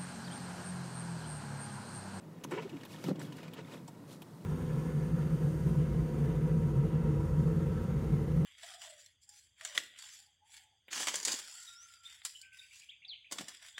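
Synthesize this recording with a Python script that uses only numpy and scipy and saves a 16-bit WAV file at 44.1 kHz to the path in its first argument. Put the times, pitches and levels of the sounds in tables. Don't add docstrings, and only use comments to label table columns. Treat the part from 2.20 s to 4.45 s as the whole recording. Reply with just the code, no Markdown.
import sys
import numpy as np
from scipy import signal
from scipy.fft import rfft, irfft, next_fast_len
from scipy.io import wavfile
from scipy.ndimage import uniform_filter1d

SR = 44100
rng = np.random.default_rng(int(sys.argv[2]) if len(sys.argv) > 2 else 0)


def inscribe(sig):
    pcm = np.round(np.clip(np.atleast_2d(sig).T, -1, 1) * 32767)
    wavfile.write(sys.argv[1], SR, pcm.astype(np.int16))


N = 99225
T = np.arange(N) / SR


# (time [s], level [dB])
RUB_LEVEL = [(0, -70.5), (.29, -63), (.33, -49), (.43, -53.5), (.47, -58), (.68, -61), (.74, -54),
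             (.82, -56.5), (.885, -47), (.94, -63.5), (.985, -62), (1.018, -51), (1.09, -59), (1.21, -57.5),
             (1.24, -52.5), (1.31, -62), (1.36, -56.5), (1.385, -49.5), (1.43, -62), (1.55, -52.5),
             (1.62, -70.5), (1.85, -70), (1.92, -59), (1.99, -75.5), (2.25, -69)]
# (frequency [Hz], relative level [dB])
RUB_COLOUR = [(100, -52), (200, 4), (420, 7), (680, 0), (1000, -1.5), (1800, -8.5), (2800, -8.5),
              (4200, -13), (8000, -19), (16000, -64.5)]


def rub():
    return colour(level(RUB_LEVEL) * gritty_noise(per_s=1500, spread_db=2), RUB_COLOUR)


def squeaks(low_hz=1116, high_hz=3692, pitches=24, per_s=1100, width_hz=200):
    chirps = np.zeros(N)
    for hz in np.geomspace(low_hz, high_hz, pitches):
        kicks = grains(per_s / pitches, spread_db=5)
        chirps += resonate(resonate(kicks, hz, width_hz), hz, 2 * width_hz)
    return from_db(-7) * level(RUB_LEVEL) * rms_one(chirps)


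# (time [s], level [dB])
HISS_LEVEL = [(0, -74), (.29, -75), (.32, -62), (.39, -75), (.68, -68.5), (.72, -59), (.78, -66.5),
              (.885, -57.5), (.935, -83), (.985, -90), (1.02, -56), (1.09, -71), (1.16, -69), (1.17, -58),
              (1.185, -68), (1.32, -79), (1.44, -73), (1.54, -62.5), (1.61, -72), (1.86, -71),
              (1.93, -58.5), (1.99, -71), (2.25, -69)]
# (frequency [Hz], relative level [dB])
HISS_COLOUR = [(80, -52), (500, -37), (2000, -3.5), (4000, 4.5), (6500, 1), (9000, 0.5), (13000, -4),
               (14500, -2), (16000, -30)]


def water_hiss():
    return colour(level(HISS_LEVEL) * gritty_noise(per_s=3300, spread_db=2.5), HISS_COLOUR)


# (start [s], length [s], strength [dB], slip rate [1/s], treble cut-off [Hz])
JUDDERS = [(0.311, .017, -36.5, 380, 1400), (.333, .013, -44, 360, 3000), (.346, 0.0072, -43, 400, 5000),
           (0.3742, 0.012, -36, 440, 5180), (.390, 0.011, -44.5, 450, 6000),
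           (0.998, 0.0097, -48, 400, 1800), (1.379, 0.019, -50, 400, 2000), (1.539, 0.0098, -47, 380, 910)]
# (frequency [Hz], width [Hz], relative level [dB])
BLADE_RINGS = [(512, 40, 3.5), (858, 96, -5.5), (940, 33, 1), (1030, 87, 0.5), (1196, 47, -2),
               (1331, 21, -2), (1470, 48, 1.5), (1760, 57, -2.5), (1980, 56, -3), (2260, 110, -5.5),
               (2370, 50, 0.5), (2636, 80, -3.5), (2770, 97, -4.5), (3110, 93, -8.5)]


def judder(edge_s=0.0056, jitter=0.2, spread_db=2.5):
    slips = np.zeros(N)
    for start, length, db, rate, cutoff_hz in JUDDERS:
        timing, size = rng.standard_normal((40, 2)).T
        times = start - edge_s + (np.arange(len(timing)) + jitter * timing) / rate
        knocks = np.zeros(N)
        knocks[(times * SR).astype(int)] = rms_one(from_db(spread_db * size)) * np.sqrt(SR / rate)
        slips += from_db(db) * gate(start, length, edge_s) * soften(knocks + 0.23 * noise(), cutoff_hz)
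    tap = signal.unit_impulse(N)
    ring = sum((-1) ** k * from_db(db) * resonate(tap, hz, width)
               for k, (hz, width, db) in enumerate(BLADE_RINGS))
    return signal.fftconvolve(slips, ring / np.linalg.norm(ring))[:N]


# (start [s], length [s], level [dB], first pitch [Hz], last pitch [Hz])
GROANS = [(0.318, 0.03, -37, 345, 403), (0.351, 0.026, -45, 350, 395), (0.365, 0.044, -41.5, 422.4, 438),
          (0.454, 0.012, -38, 405, 388), (0.532, 0.0079, -37, 335, 336), (.540, 0.029, -41.5, 292, 289),
          (0.897, 0.017, -40, 512, 487), (1.385, .024, -51.5, 431, 415), (1.532, 0.019, -53, 563, 540)]


def groans(waver_depth=0.0593, overtone_db=-23):
    out = np.zeros(N)
    for start, length, db, first_hz, last_hz in GROANS:
        waver = 1 + waver_depth * rms_one(uniform_filter1d(noise(), size=150))
        pitch = np.interp(T, [start, start + length], [first_hz, last_hz]) * waver
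        phase = 2 * np.pi * np.cumsum(pitch) / SR
        tone = rms_one(np.sin(phase) + from_db(overtone_db) * np.sin(2 * phase))
        out += from_db(db) * gate(start, length, edge_s=0.0064) * tone
    return out


# (time [s], strength [dB], treble cut-off [Hz])
THUMPS = [(0.2494, -42, 1200), (0.8844, -36, 1800), (.887, -28, 600), (0.909, -39, 1800),
          (0.9141, -28.5, 495), (0.956, -42, 500), (0.986, -40, 407), (1.538, -61, 1200),
          (1.547, -56, 1800)]
# (frequency [Hz], relative level [dB], time to fade by 60 dB [s])
GLASS_NOTES = [(201, 0, 0.082), (264, -4, 0.082), (278, 2, .05), (339, -3, 0.049), (393, -9.5, 0.065),
               (525, -3, 0.035), (560, -34, 0.049), (765, -14.5, 0.042), (1073, -15, 0.047),
               (1200, -33, 0.033)]


def thumps(low_cut_hz=140):
    out = np.zeros(N)
    for start, db, cutoff_hz in THUMPS:
        first = int(start * SR)
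        age = T[:N - first]
        ring = sum(from_db(note_db + rng.normal(0, 1) - 60 * age / fade) * np.sin(2 * np.pi * hz * age)
                   for hz, note_db, fade in GLASS_NOTES)
        out[first:] += from_db(db) * soften(ring, cutoff_hz)
    return signal.sosfilt(signal.butter(6, low_cut_hz, "high", fs=SR, output="sos"), out + 1e-18)


# (time [s], level [dB])
DRIVE_LEVEL = [(0, -86), (.23, -88), (.27, -43.5), (.42, -51), (.6, -56.5), (.82, -57), (.87, -35.5),
               (.92, -43), (.95, -46.5), (1.05, -43), (1.15, -51.5), (1.48, -56.5), (1.55, -48.5),
               (1.66, -53), (1.72, -58.5), (2.25, -58)]
# (frequency [Hz], relative level [dB])
DRIVE_COLOUR = [(30, -37), (75, -49), (115, -3.5), (155, 11.5), (215, -4.5), (290, 3), (420, -11),
                (700, -30), (2000, -46.5)]


def wiper_drive():
    return colour(level(DRIVE_LEVEL) * noise(), DRIVE_COLOUR)


# (time [s], crackle level [dB], fade time [s], ring pitch [Hz], ring level [dB])
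ICE_SNAGS = [(.4214, -53.5, 0.015, 2420, -53), (0.4937, -51, 0.0062, 2510, -52.5),
             (0.567, -58.5, 0.0047, 2300, -54), (.610, -56, .005, 2970, -54.5),
             (0.633, -46.5, 0.0037, 1780, -49), (0.8396, -38.5, 0.0045, 1820, -51),
             (0.8824, -46.5, 0.014, 1210, -52.5), (0.9568, -55, 0.008, 2936, -63),
             (1.0147, -46.5, 0.0042, 1780, -49.5), (1.1232, -47.5, 0.0057, 2960, -55),
             (1.1662, -57, 0.0046, 4530, -65), (1.183, -57.5, 0.0077, 1660, -51.5),
             (1.23, -49.5, 0.007, 2330, -52.5), (1.279, -51, 0.0051, 2380, -53.5)]
# (frequency [Hz], relative level [dB])
ICE_COLOUR = [(60, -45), (170, 16), (500, 6), (1000, 1), (1900, -14), (3200, -6.5), (4500, -4), (8000, -14),
              (16000, -23)]


def ice_ticks():
    return clicks(ICE_SNAGS, ICE_COLOUR, ring_width_hz=350)


# (time [s], crackle level [dB], fade time [s], ring pitch [Hz], ring level [dB])
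SWITCH_CONTACTS = [(.2368, -47, 0.0047, 2980, -54), (.2405, -46.5, 0.0051, 6530, -49.5),
                   (.247, -69, 0.0041, 1020, -43.5)]
# (frequency [Hz], relative level [dB])
SWITCH_COLOUR = [(500, 1), (2200, 3.5), (3600, 4), (4800, -1.5), (6300, 6), (7800, -7), (10000, -2),
                 (12600, -3), (16000, -13)]


def wiper_switch():
    return clicks(SWITCH_CONTACTS, SWITCH_COLOUR, ring_width_hz=340)


# (frequency [Hz], relative level [dB])
TICK_COLOUR = [(60, -47), (300, -14), (850, 12), (1400, -3.5), (2900, -9), (3550, -3.5), (4100, -8),
               (5200, -7), (5750, -1.5), (6500, -14), (7700, 2), (8500, -3.5), (9500, -9.5), (11000, -15),
               (16000, -21)]
# (frequency [Hz], relative level [dB])
TOCK_COLOUR = [(60, -43), (300, -16.5), (850, 3), (1500, -12), (2300, -4.5), (3050, 1), (3650, -3.5),
               (4600, -13), (9000, -14.5), (10200, -13.5), (11800, -15), (12700, -7.5), (14200, -10),
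               (16000, -25)]


def flasher(first_s=0.3092, period_s=0.684, closed_s=0.3412):
    starts = np.arange(first_s, N / SR, period_s)
    closing = from_db(-49) * sum(burst(start, fade_s=0.0092) for start in starts)
    opening = from_db(-49.5) * sum(burst(start + closed_s, fade_s=0.0067) for start in starts)
    return colour(closing * noise(), TICK_COLOUR) + colour(opening * noise(), TOCK_COLOUR)


def echoes(x, fade_s=0.032, echo_db=-11.5):
    tail = noise() * from_db(-60 * T / fade_s) * (T > 0.002)
    return from_db(echo_db) * signal.fftconvolve(x, tail / np.linalg.norm(tail))[:N]


# (frequency [Hz], relative level [dB])
ROAD_COLOUR = [(15, -65), (25, -33), (79, -30.5), (160, -9), (410, -19.5), (552, -20.5), (741, -29),
               (945, -26), (1710, -37.5), (1900, -34), (2230, -44), (3630, -56), (15500, -52)]
# (frequency [Hz], half the width of each filter [Hz], level [dB])
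LOW_HUMS = [(110, 8.5, -64.5), (162, 10.6, -59), (268.6, 59, -63.5)]


def cabin_rumble(road_db=-54):
    hums = np.zeros(N)
    for hz, half_width, db in LOW_HUMS:
        band = resonate(noise(), hz, 2 * half_width)
        hums += from_db(db) * rms_one(resonate(band, hz, 2 * half_width))
    return from_db(road_db) * colour(noise(), ROAD_COLOUR) + hums


def from_db(db):
    return 10 ** (np.asarray(db) / 20)


def rms_one(x):
    return x / np.sqrt(np.mean(x ** 2) + 1e-20)


def level(rows):
    return from_db(np.interp(T, *np.transpose(rows)))


def colour(x, points):
    size = 2 * next_fast_len(N)
    hz, db = np.transpose(points)
    bins = np.maximum(np.arange(size // 2 + 1) * SR / size, 1)
    gains = rms_one(from_db(np.interp(np.log(bins), np.log(hz), db)))
    cepstrum = irfft(np.log(gains))
    cepstrum[1:size // 2] *= 2
    cepstrum[size // 2 + 1:] = 0
    return irfft(rfft(x, size) * np.exp(rfft(cepstrum)))[:N]


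def resonate(x, hz, width):
    r = np.exp(-np.pi * width / SR)
    feedback = [1, -2 * r * np.cos(2 * np.pi * hz / SR), r * r]
    return signal.lfilter(np.array([1, 0, -1]) * (1 - r * r) / 2, feedback, x + 1e-18)


def soften(x, cutoff_hz):
    return signal.sosfilt(signal.butter(1, cutoff_hz, fs=SR, output="sos"), x + 1e-18)


def noise():
    return rng.standard_normal(N)


def grains(per_s, spread_db):
    sizes = from_db(spread_db * np.minimum(rng.exponential(1, N), 4))
    return rms_one((rng.random(N) < per_s / SR) * sizes * rng.choice([-1, 1], N))


def gritty_noise(per_s, spread_db, grain_share=0.69):
    return np.sqrt(grain_share) * grains(per_s, spread_db) + np.sqrt(1 - grain_share) * noise()


def gate(start, length, edge_s):
    rise = (1 + np.tanh(2 * (T - start) / edge_s)) / 2
    fall = (1 - np.tanh((T - start - length) / edge_s)) / 2
    return rise * fall


def burst(start, fade_s, rise_s=0.00086):
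    age = np.maximum(T - start, 0)
    return np.minimum(age / rise_s, 1) * np.exp(-(age / fade_s) ** 1.65 / 2)


def clicks(rows, crackle_colour, ring_width_hz):
    crackle_volume, rings = np.zeros((2, N))
    for start, db, fade_s, ring_hz, ring_db in rows:
        shape = burst(start, fade_s)
        crackle_volume += from_db(db) * shape
        ring = rms_one(shape * resonate(noise(), ring_hz, ring_width_hz))
        rings += from_db(ring_db) * ring * np.sqrt(np.mean(shape ** 2))
    return rings + colour(crackle_volume * grains(per_s=9000, spread_db=1), crackle_colour)


def scene():
    wiper = rub() + water_hiss() + squeaks() + wiper_drive() + judder() + ice_ticks()
    near = wiper + wiper_switch() + flasher()
    return (near + echoes(near) + groans() + thumps() + cabin_rumble())[None]


def record(dry):
    cutoff_hz = 15750
    return signal.sosfilt(signal.ellip(12, 0.1, 70, cutoff_hz, fs=SR, output="sos"), dry)


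dry = scene()
out = record(dry)
inscribe(out)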